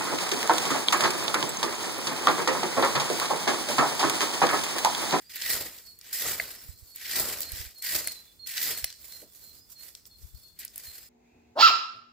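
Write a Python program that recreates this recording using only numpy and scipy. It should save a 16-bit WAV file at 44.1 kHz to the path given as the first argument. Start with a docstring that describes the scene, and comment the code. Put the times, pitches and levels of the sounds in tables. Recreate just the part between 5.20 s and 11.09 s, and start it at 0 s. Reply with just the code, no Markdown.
"""A fan rake is dragged five times through dry leaves on a lawn: leaves crackle, stalks snap, the springy
tines ring near 2 kHz and the pile rumbles over the turf. Small birds peep and whistle in the far trees.
In the second pull the rake head first knocks on something hard; soon after, puffs of wind begin to nudge
one microphone opening or the other. A faint, lower bird joins at about 3 s. In the last two seconds
a boot thuds, and boots and the trailing rake stir the leaves more softly."""
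import sys
import numpy as np
from scipy import signal
from scipy.fft import rfft, irfft, next_fast_len
from scipy.io import wavfile
from scipy.ndimage import uniform_filter1d, map_coordinates

SR = 44100
rng = np.random.default_rng(int(sys.argv[2]) if len(sys.argv) > 2 else 0)


def unload_audio(sound):
    """Save the sound as a 16-bit wav file, at the path given as the first command line argument."""
    columns = np.transpose(np.atleast_2d(sound))
    # keep every value between -1 and 1, then stretch to whole-number steps
    steps = np.round(np.clip(columns, -1, 1) * 32767)
    wavfile.write(sys.argv[1], SR, steps.astype(np.int16))


N = 259749

# Levels compare the rows of one table. Pan is left over right; t60 is the time to fade by 60 dB.
# pulls of the rake: t/s, time to full speed/s, length/s, leaf level/dB, tine level/dB, turf level/dB,
# swell from first touch/dB, fade while slowing/(dB/s)
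PULLS = [(0.093, 0.24, 0.6, -30, -37, -40.5, 20.5, 99), (0.925, 0.12, 0.65, -31, -38.5, -41.5, 5.5, 60),
         (1.745, .24, 1, -29.5, -38, -38.5, 23.5, 64), (2.618, 0.12, .6, -30, -39.5, -44, 11, 96.5),
         (3.258, 0.22, 0.44, -29, -38, -45.5, 16, 114)]
# light brushes of boot or trailing rake: middle t/s, length/s, leaf level/dB, tines over leaves/dB
LIGHT_BRUSHES = [(0.02, 0.15, -61.5, -7), (0.654, 0.2, -54.5, -16), (0.902, 0.14, -49, -5),
                 (1.46, 0.16, -50.5, -15), (1.674, 0.24, -55, -23), (2.382, 0.2, -42.5, -6),
                 (2.59, 0.066, -56, -24), (3.685, 0.091, -51, -3), (3.917, 0.24, -48, -14),
                 (4.224, 0.19, -53, -17.5), (4.355, 0.075, -52, -18), (4.52, 0.063, -54.5, -24),
                 (4.654, 0.14, -49.5, -13), (4.781, 0.038, -58.5, -9), (4.87, 0.024, -55, -21),
                 (5.045, 0.11, -55.5, -19), (5.2, 0.18, -58.5, -24.5), (5.432, 0.078, -53.5, 2),
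                 (5.585, 0.14, -51.5, -9.5), (5.717, 0.28, -47.5, -11)]
# tone of the breaking leaves, the scraping tines and the dragged pile: f/Hz, level/dB
LEAF_TONE = [(1650, -14), (2800, -9.5), (3780, -2.5), (4400, 3), (4980, 2.5), (6200, -4), (7280, -1.5),
             (10300, -7.5), (11900, 0), (13900, -2.5), (15200, 2.5), (16000, -26.5)]
TINE_TONE = [(700, -52), (1200, -30), (1600, -6.5), (2300, -5.5), (3200, -7.5), (4300, -9.5), (7000, -66.5)]
TURF_TONE = [(25, -13), (60, 4), (160, -5), (370, 1.5), (600, -0.5), (1000, -4), (1400, -1.5),
             (2000, -11.5), (3300, -67.5)]
# where the leaves are stirred: t/s, pan/dB
LEAF_PAN = [(3.6, -.3), (3.95, -4), (4.7, -5.5), (5.1, -4), (5.4, 2), (5.7, .5)]
# clumps of leaves crushed at once by rake or boot: t/s, level/dB, t60/s
CRUSHED_CLUMPS = [(0.2627, -21, 0.044), (0.3234, -14, 0.082), (0.928, -18.5, 0.27), (1.996, -9.5, 0.07),
                  (2.2153, -17, 0.092), (2.6222, -17.5, 0.037), (2.643, -17, 0.017), (2.9182, -18, 0.035),
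                  (3.27, -18.5, 0.048), (3.4274, -14, .14), (5.389, -27, 0.17)]
# stalks snapping and tines flicking free: t/s, level/dB, f/Hz
STALK_SNAPS = [(0.1582, -22, 15400), (0.164, -28, 13300), (0.2202, -16.5, 4320), (0.5854, -33.5, 4400),
               (0.789, -34, 15000), (0.8121, -31.5, 4800), (1.7595, -24, 14900), (1.7966, -39, 3400),
               (2.2057, -13.5, 15700), (2.2312, -21, 4340), (2.3191, -20.5, 11200), (2.355, -38, 15100),
               (2.8731, -12, 9700), (2.8826, -21, 4260), (3.379, -17, 4500), (3.6422, -14, 4500),
               (3.6433, -11, 12800), (3.702, -29, 4760), (3.7263, -30.5, 5030), (3.9225, -31, 4260),
               (4.7505, -27, 4800), (4.854, -36, 4800), (5.4493, -20.5, 12600), (5.479, -32, 5040),
               (5.5585, -24.5, 11500), (5.5787, -23, 11500)]
# the rake head hits something hard: t/s, level/dB
HEAD_KNOCKS = [(1.198, -12), (2.873, -24), (3.642, -25)]
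# the notes at which the head rings: f/Hz, level/dB, t60/s
HEAD_NOTES = [(660, -27.5, 0.039), (1688, -10.5, 0.016), (2060, -3.5, 0.015), (2520, -11, 0.0098),
              (4480, -22.5, 0.029)]
# tone of a boot on turf: f/Hz, level/dB
THUD_TONE = [(80, -14), (200, 2), (380, 3.5), (650, -3), (950, -17), (3000, -35)]
# far birds peep, another answers with rising whistles: t/s, length/s, final f/Hz, level/dB, pan/dB
BIRD_PEEPS = [(0.644, 0.099, 4330, -55, -2), (1.51, 0.068, 4170, -61, -8), (1.666, 0.13, 4375, -55.5, -1),
              (2.221, .084, 4255, -44, -5), (2.552, 0.088, 4215, -51.5, -3),
              (2.846, 0.076, 4260, -39.5, -1), (2.94, 0.081, 4000, -52, -12), (3.06, 0.067, 3465, -61, -1),
              (3.192, 0.061, 4264, -44.5, -7), (3.524, 0.067, 4264, -42.5, 0), (3.645, 0.06, 4140, -49, -6),
              (3.892, 0.087, 4174, -49, -5), (4.217, 0.117, 4180, -52, -6), (4.55, 0.082, 4240, -51, -2),
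              (4.9, 0.068, 4240, -55.5, 5), (5.153, 0.024, 4330, -56, -15), (5.224, 0.06, 4320, -52.5, 11),
              (5.65, 0.07, 4180, -50, -7)]
BIRD_WHISTLES = [(0.043, 0.097, 5020, -55.5, -5), (1.298, 0.17, 5420, -60, -4),
                 (4.368, 0.094, 5070, -60.5, -2), (5.419, 0.11, 5340, -69, -4), (5.735, .16, 5160, -64, 0)]
# wind on the microphone openings: t/s, level/dB, pan/dB
WIND_PUFFS = [(1.498, -33, -33), (1.632, -43, -21), (2.335, -31.5, -36), (2.407, -36.5, -36),
              (2.471, -39.5, -28), (3.641, -36, -32), (5.047, -37, 30), (5.15, -36.5, 35.5),
              (5.686, -45.5, -14)]
# how long the echo from the trunks lasts: f/Hz, t60/s
TRUNK_ECHO = [(200, 0.1), (2000, 0.21), (5000, 0.48), (14000, 0.017)]
# faint garden hush with a blurred chorus of distant birds near 4.3 kHz: f/Hz, level/dB
HUSH_AND_CHORUS = [(60, -22), (120, -7.5), (660, -13.5), (2800, -17), (3750, -28.5), (4290, -5.5),
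                   (5800, -16.5), (7600, -10.5), (10000, -15), (14000, -12)]
# tone of a low breeze: f/Hz, level/dB
BREEZE_TONE = [(15, -25), (60, 2), (120, -7), (400, -14), (2000, -47.5)]
# stereo width of nearby sounds: f/Hz, side over middle/dB
STEREO_WIDTH = [(60, -1), (180, -10), (400, -13), (1000, -11), (2000, -9), (4400, -4), (8100, 2),
                (15000, 1)]
# how the two microphone openings colour the sound: f/Hz, pan/dB
MIC_COLOUR = [(3000, 0), (4500, .7), (7600, -1.5), (8700, 4), (10000, -1), (15000, -2)]

TOP_HZ = 15800  # the highest pitch that gets through


def rake():
    """Each slip of the tines drives crackle, scrape and drag together, so a pull comes in small clumps."""
    leaf_db, tine_db, turf_db = stirring_levels()
    pan_db = np.interp(np.arange(N) / SR, *np.transpose(LEAF_PAN))
    jerks = tine_slips()
    coarse_db = np.clip(0.62 * (tine_db - leaf_db + 3.5), -5, 2)  # a light touch breaks only thin blades
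    ring_db = np.clip(.4 * (tine_db + 36), -7, 3)  # tines ring more the harder they are pulled
    drag = amp(turf_db) * np.sqrt(jerks) * pile_rumble()
    crackle = amp(leaf_db) * jerks * leaf_crackle(coarse_db)
    scrape = amp(tine_db) * jerks * tine_scrape(ring_db)
    return crackle * amp(np.outer([.5, -.5], pan_db)) + scrape + drag


def stirring_levels(rest_db=-70, brush_turf_db=-19, brush_edge_db=8.5):
    """Levels in dB of leaves, tines and turf over time: the powers of all pulls and brushes add up."""
    t = np.arange(N) / SR
    settling = amp(rest_db + np.array([0, -20, brush_turf_db]))  # leaves keep settling between pulls
    power = np.outer(settling ** 2, np.ones(N))
    for s, rise_s, length, leaf_db, tine_db, turf_db, swell_db, slowing in PULLS:
        leaves = amp(leaf_db) * pull(t - s, rise_s, length, swell_db, slowing)
        # the tines load up sooner than the leaves start to move
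        tines = amp(tine_db) * pull(t - s, rise_s, length, swell_db, slowing, bend=2.14)
        # the pile gathers late, starts quieter and stops sooner
        pile = amp(turf_db) * pull(t - s, rise_s + .015, length, swell_db + 26.5, slowing * 1.09)
        power += np.array([leaves, tines, pile]) ** 2
    for s, length, db, tine_db in LIGHT_BRUSHES:
        near = np.abs(t - s) < 2 * length
        hump = amp(db - brush_edge_db * (2 * (t[near] - s) / length) ** 2)
        power[:, near] += np.outer(amp([0, tine_db, brush_turf_db]), hump) ** 2
    return 10 * np.log10(power)


def pull(t, rise_s, length, swell_db, slowing, bend=1, bite_s=.0058, lift_s=.1):
    """Loudness of one pull: it bites into the leaves, swells to full speed, slows and lifts off."""
    rise_db = -swell_db * np.clip(1 - t / rise_s, 0, 1) ** bend
    fall_db = -slowing * np.maximum(t - rise_s, 0)
    return amp(rise_db + fall_db) * np.clip(t / bite_s, 0, 1) * np.clip((length - t) / lift_s, 0, 1)


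def tine_slips(per_second=55, relax_s=.0063, strength=.84):
    """Tines catch at random, let go suddenly and relax, which makes the loudness jerk."""
    chance, size = rng.random((2, N))
    kicks = (chance < per_second / SR) * (0.15 + size)
    relaxing = signal.lfilter([1], [1, -np.exp(-1 / (relax_s * SR))], kicks)
    return unit((1 + strength * relaxing) * amp(1.3 * wobble(50) + 1.13 * wobble(220)))


def leaf_crackle(coarse_db, split_hz=6500):
    """Brittle leaves break in tiny clicks over a fine hiss; stems and ribs give the coarse, lower part."""
    breaks = grains(per_second=5500, low_hz=2500, high_hz=16000, decay_s=.00035, uneven_db=3.5)
    hiss = amp(4.5) * rng.standard_normal((2, N))
    crackle = coloured(patchy(breaks + hiss), LEAF_TONE)
    coarse = filtered(crackle, lambda hz: 1 / (1 + (hz / split_hz) ** 8))
    return crackle + (amp(coarse_db) - 1) * coarse


def patchy(x, depth_db=2):
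    """Each leaf and clump has its own tone, so the crackle shifts in patches of pitch and time."""
    slices = signal.stft(x, nperseg=256)[2]
    patches = uniform_filter1d(rng.standard_normal(slices.shape[1:]), size=3, axis=0)  # blur in pitch
    patches = uniform_filter1d(patches, size=14, axis=1)  # blur in time
    return signal.istft(slices * unit(amp(depth_db * unit(patches))), nperseg=256)[1][:, :N]


def tine_scrape(ring_db, ring_hz=1915, width_hz=90):
    """Small ticks of the tines make the springy fan bend and ring."""
    ticks = lambda: grains(2200, low_hz=702, high_hz=4050, decay_s=.0014, uneven_db=0, samples=192)
    ring = filtered(ticks(), lambda hz: resonance(hz, ring_hz, width_hz))
    scrape = coloured(ticks(), TINE_TONE)
    return (scrape + amp(ring_db) * spread(unit(ring))) / np.hypot(1, amp(ring_db))


def pile_rumble():
    """The pile drags over the turf in many small, low bumps."""
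    bumps = grains(2200, low_hz=10, high_hz=1680, decay_s=.0014, uneven_db=1.5, samples=256)
    return coloured(bumps, TURF_TONE)


def crunches(attack_s=.001):
    """A clump gives way at once and its crackle dies quickly."""
    t = np.arange(SR // 5) / SR
    force = np.zeros((2, N))
    for s, db, t60 in CRUSHED_CLUMPS:
        add(force, s, np.tile(amp(db - 12) * strike(t, attack_s, t60), (2, 1)))
    return force * leaf_crackle(coarse_db=-8)


def snaps(sharpness=2.6, splinter_db=-13):
    """A stalk snaps in a short burst around one pitch, with a little splintering above and below."""
    t = np.arange(SR // 16) / SR
    track = np.zeros((2, N))
    for s, db, pitch_hz in STALK_SNAPS:
        body = lambda hz: resonance(hz, pitch_hz, pitch_hz / sharpness) * (hz < TOP_HZ)
        ring = unit(filtered(rng.standard_normal((2, len(t))), body))
        splinter = amp(splinter_db) * rng.standard_normal((2, len(t)))
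        add(track, s, amp(db - 6.5) * strike(t, attack_s=.00048, t60=.014) * (ring + splinter))
    return spread(track)


def knocks(attack_s=.0013):
    """The rake head hits something hard and rings briefly, muffled by the leaves."""
    t = np.arange(SR // 12) / SR
    track = np.zeros((2, N))
    onset = 1 - np.exp(-(t / attack_s) ** 2)
    for s, db in HEAD_KNOCKS:
        ring = np.zeros(len(t))
        for hz, note_db, t60 in HEAD_NOTES:
            fade = amp(note_db + rng.normal(0, 1.2) - 60 * t / t60)
            ring += fade * np.sin(2 * np.pi * (hz * t + rng.random()))
        add(track, s, amp(db + 6.5) * panned(-.8) * ring * onset)
    return track


def footfall(start_s=4.018, db=-49):
    """A boot lands on soft turf with a dull, hollow thud."""
    t = np.arange(SR // 6) / SR
    track = np.zeros((2, N))
    thud = coloured(rng.standard_normal((2, len(t))), THUD_TONE)
    add(track, start_s, amp(db) * thud * strike(t, attack_s=.0024, t60=.19))
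    return track


def birds(calls, glide_hz, waver_hz=30):
    """Thin whistles start glide_hz above their final pitch (below if negative) and settle onto it."""
    track = np.zeros((2, N))
    waver = waver_hz * wobble(120)
    flutter = amp(2.6 * wobble(60))
    for s, length, pitch_hz, db, pan_db in calls:
        progress = np.linspace(0, 1, int(length * SR))
        now = (round(s * SR) + np.arange(len(progress))) % N
        hz = pitch_hz + glide_hz * (1 - progress) ** 2 + waver[now]
        swell = np.abs(np.sin(np.pi * progress)) ** 0.37 * flutter[now]
        add(track, s, amp(db) * panned(pan_db) * swell * np.sin(2 * np.pi * np.cumsum(hz) / SR))
    return track


def far_bird(pitch_hz=3500, width_hz=140, db=-77, start_s=2.9):
    """A lower voice deeper in the wood, blurred by distance into faint noise that comes and goes."""
    band = lambda hz: np.exp(-((hz - pitch_hz) / width_hz) ** 2)
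    voice = unit(filtered(rng.standard_normal((2, N)), band))
    fade_in = np.clip((np.arange(N) / SR - start_s) * 10, 0, 1)
    return voice * amp(db + 7 * np.tanh(wobble(12))) * fade_in


def wind_puffs(pitch_hz=64.6, push_s=.009, flutter_db=-12, flutter_s=.027):
    """A swirl of air pushes on a microphone opening for a cycle or two, amid a weaker flutter."""
    t = np.arange(-SR // 8, SR // 8) / SR
    track = np.zeros((2, N))
    push = np.cos(2 * np.pi * pitch_hz * t) * np.exp(-(t / push_s) ** 2)
    band = lambda hz: np.exp(-np.log2((hz + 1) / pitch_hz) ** 2)
    for s, db, pan_db in WIND_PUFFS:
        swirls = unit(filtered(rng.standard_normal(len(t)), band))
        flutter = amp(flutter_db) * swirls * np.exp(-np.abs(t) / flutter_s)
        add(track, s + t[0], amp(db - 0.5) * panned(pan_db) * (push + flutter))
    return track


def tree_echo(x):
    """Trunks scatter a thin echo that lasts longest near 5 kHz; its highest treble dies first."""
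    hz, t, slices = signal.stft(rng.standard_normal((2, SR // 2)), SR, nperseg=256)
    fade = amp(-60 * t / along(TRUNK_ECHO, hz)[:, None])
    tail = signal.istft(slices * fade, SR, nperseg=256)[1]
    return signal.fftconvolve(x, tail / np.linalg.norm(tail[0]), axes=1)[:, :N]


def garden():
    """A faint garden hush with a blurred chorus of distant birds near 4.3 kHz, over a low breeze."""
    hush_and_chorus = amp(-67 + 1.2 * wobble(1.3)) * shaped(rng.standard_normal((2, N)), HUSH_AND_CHORUS)
    breeze = amp(-70.5 + 2.1 * wobble(8.4)) * shaped(rng.standard_normal((2, N)), BREEZE_TONE)
    around = hush_and_chorus + breeze
    return around + .5 * around.mean(axis=0)


def grains(per_second, low_hz, high_hz, decay_s, uneven_db, samples=96):
    """Countless tiny clicks, each a dying ring at its own pitch; uneven_db makes a few stand out."""
    draw = rng.random((int(per_second * N / SR), 5))  # per click: time, pitch, size, two phases
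    t = np.arange(samples) / SR
    hz = low_hz + (high_hz - low_hz) * draw[:, 1:2]
    size = amp(uneven_db * np.minimum(-np.log(1 - draw[:, 2:3]), 4.6))
    fade = size * np.exp(-t / decay_s)
    at = (draw[:, :1] * N).astype(int) + np.arange(samples)
    rings = [fade * np.sin(2 * np.pi * (hz * t + phase[:, None])) for phase in draw[:, 3:].T]
    return unit(np.array([np.bincount(at.ravel(), ring.ravel(), N)[:N] for ring in rings]))


def strike(t, attack_s, t60):
    """Loudness of a hit: a quick rise, then a steady fade."""
    return (1 - np.exp(-t / attack_s)) * amp(-60 * t / t60)


def resonance(hz, pitch_hz, width_hz):
    """How something that rings at pitch_hz responds to each frequency."""
    return 1j * hz * width_hz / (pitch_hz ** 2 - hz ** 2 + 1j * hz * width_hz)


def coloured(pair, tone):
    """Give two signals a tone and spread them to left and right."""
    return spread(shaped(pair, tone))


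def shaped(x, tone):
    """Filter x with a tone table and bring it to average power 1."""
    return unit(filtered(x, lambda hz: amp(along(tone, hz))))


def spread(pair):
    """Two unrelated signals become left and right: most alike near 400 Hz, apart in the treble."""
    mid, side = filtered(pair, lambda hz: np.array([np.ones_like(hz), amp(along(STEREO_WIDTH, hz))]))
    left_right = np.array([mid + side, mid - side])
    return filtered(left_right, lambda hz: amp(np.outer([.5, -.5], along(MIC_COLOUR, hz))))


def panned(pan_db):
    """Left and right gains of average power 1."""
    return unit(amp([[pan_db / 2], [-pan_db / 2]]))


def add(track, s, sound):
    """Lay a stereo sound into the track at s seconds."""
    start = max(0, round(s * SR))
    part = track[:, start:start + sound.shape[-1]]
    part += sound[:, :part.shape[-1]]


def filtered(x, response):
    """Multiply each frequency in x by response(hz)."""
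    size = next_fast_len(x.shape[-1] + 8192)
    return irfft(rfft(x, size) * response(np.fft.rfftfreq(size, 1 / SR)), size)[..., :x.shape[-1]]


def wobble(rate):
    """A smooth curve through random points, rate of them a second."""
    return map_coordinates(rng.standard_normal(int(N * rate / SR) + 4), [np.arange(N) * rate / SR])


def along(points, hz):
    """Read between the (f/Hz, value) rows of a table, with octaves evenly spaced."""
    freqs, values = np.transpose(points)
    return np.interp(np.log(hz + 1), np.log(freqs + 1), values)


def unit(x):
    """Scale to average power 1."""
    return x / np.sqrt(np.mean(x ** 2) + 1e-20)


def amp(db):
    """Turn decibels into a gain."""
    return 10 ** (np.asarray(db) / 20)


def scene():
    """Raking nearby, birds far off, the garden behind them and wind on the microphone."""
    work = rake() + crunches() + snaps() + knocks() + footfall()
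    song = birds(BIRD_PEEPS, glide_hz=48.7) + birds(BIRD_WHISTLES, glide_hz=-400)
    echo = amp(-15) * spread(tree_echo(work)) + amp(-7) * tree_echo(song)
    return work + song + far_bird() + echo + garden() + wind_puffs()


def record(dry):
    """The camera cuts off the treble above TOP_HZ."""
    return filtered(dry, lambda hz: 1 / (1 + (hz / TOP_HZ) ** 200))


dry = scene()
out = record(dry)
unload_audio(out)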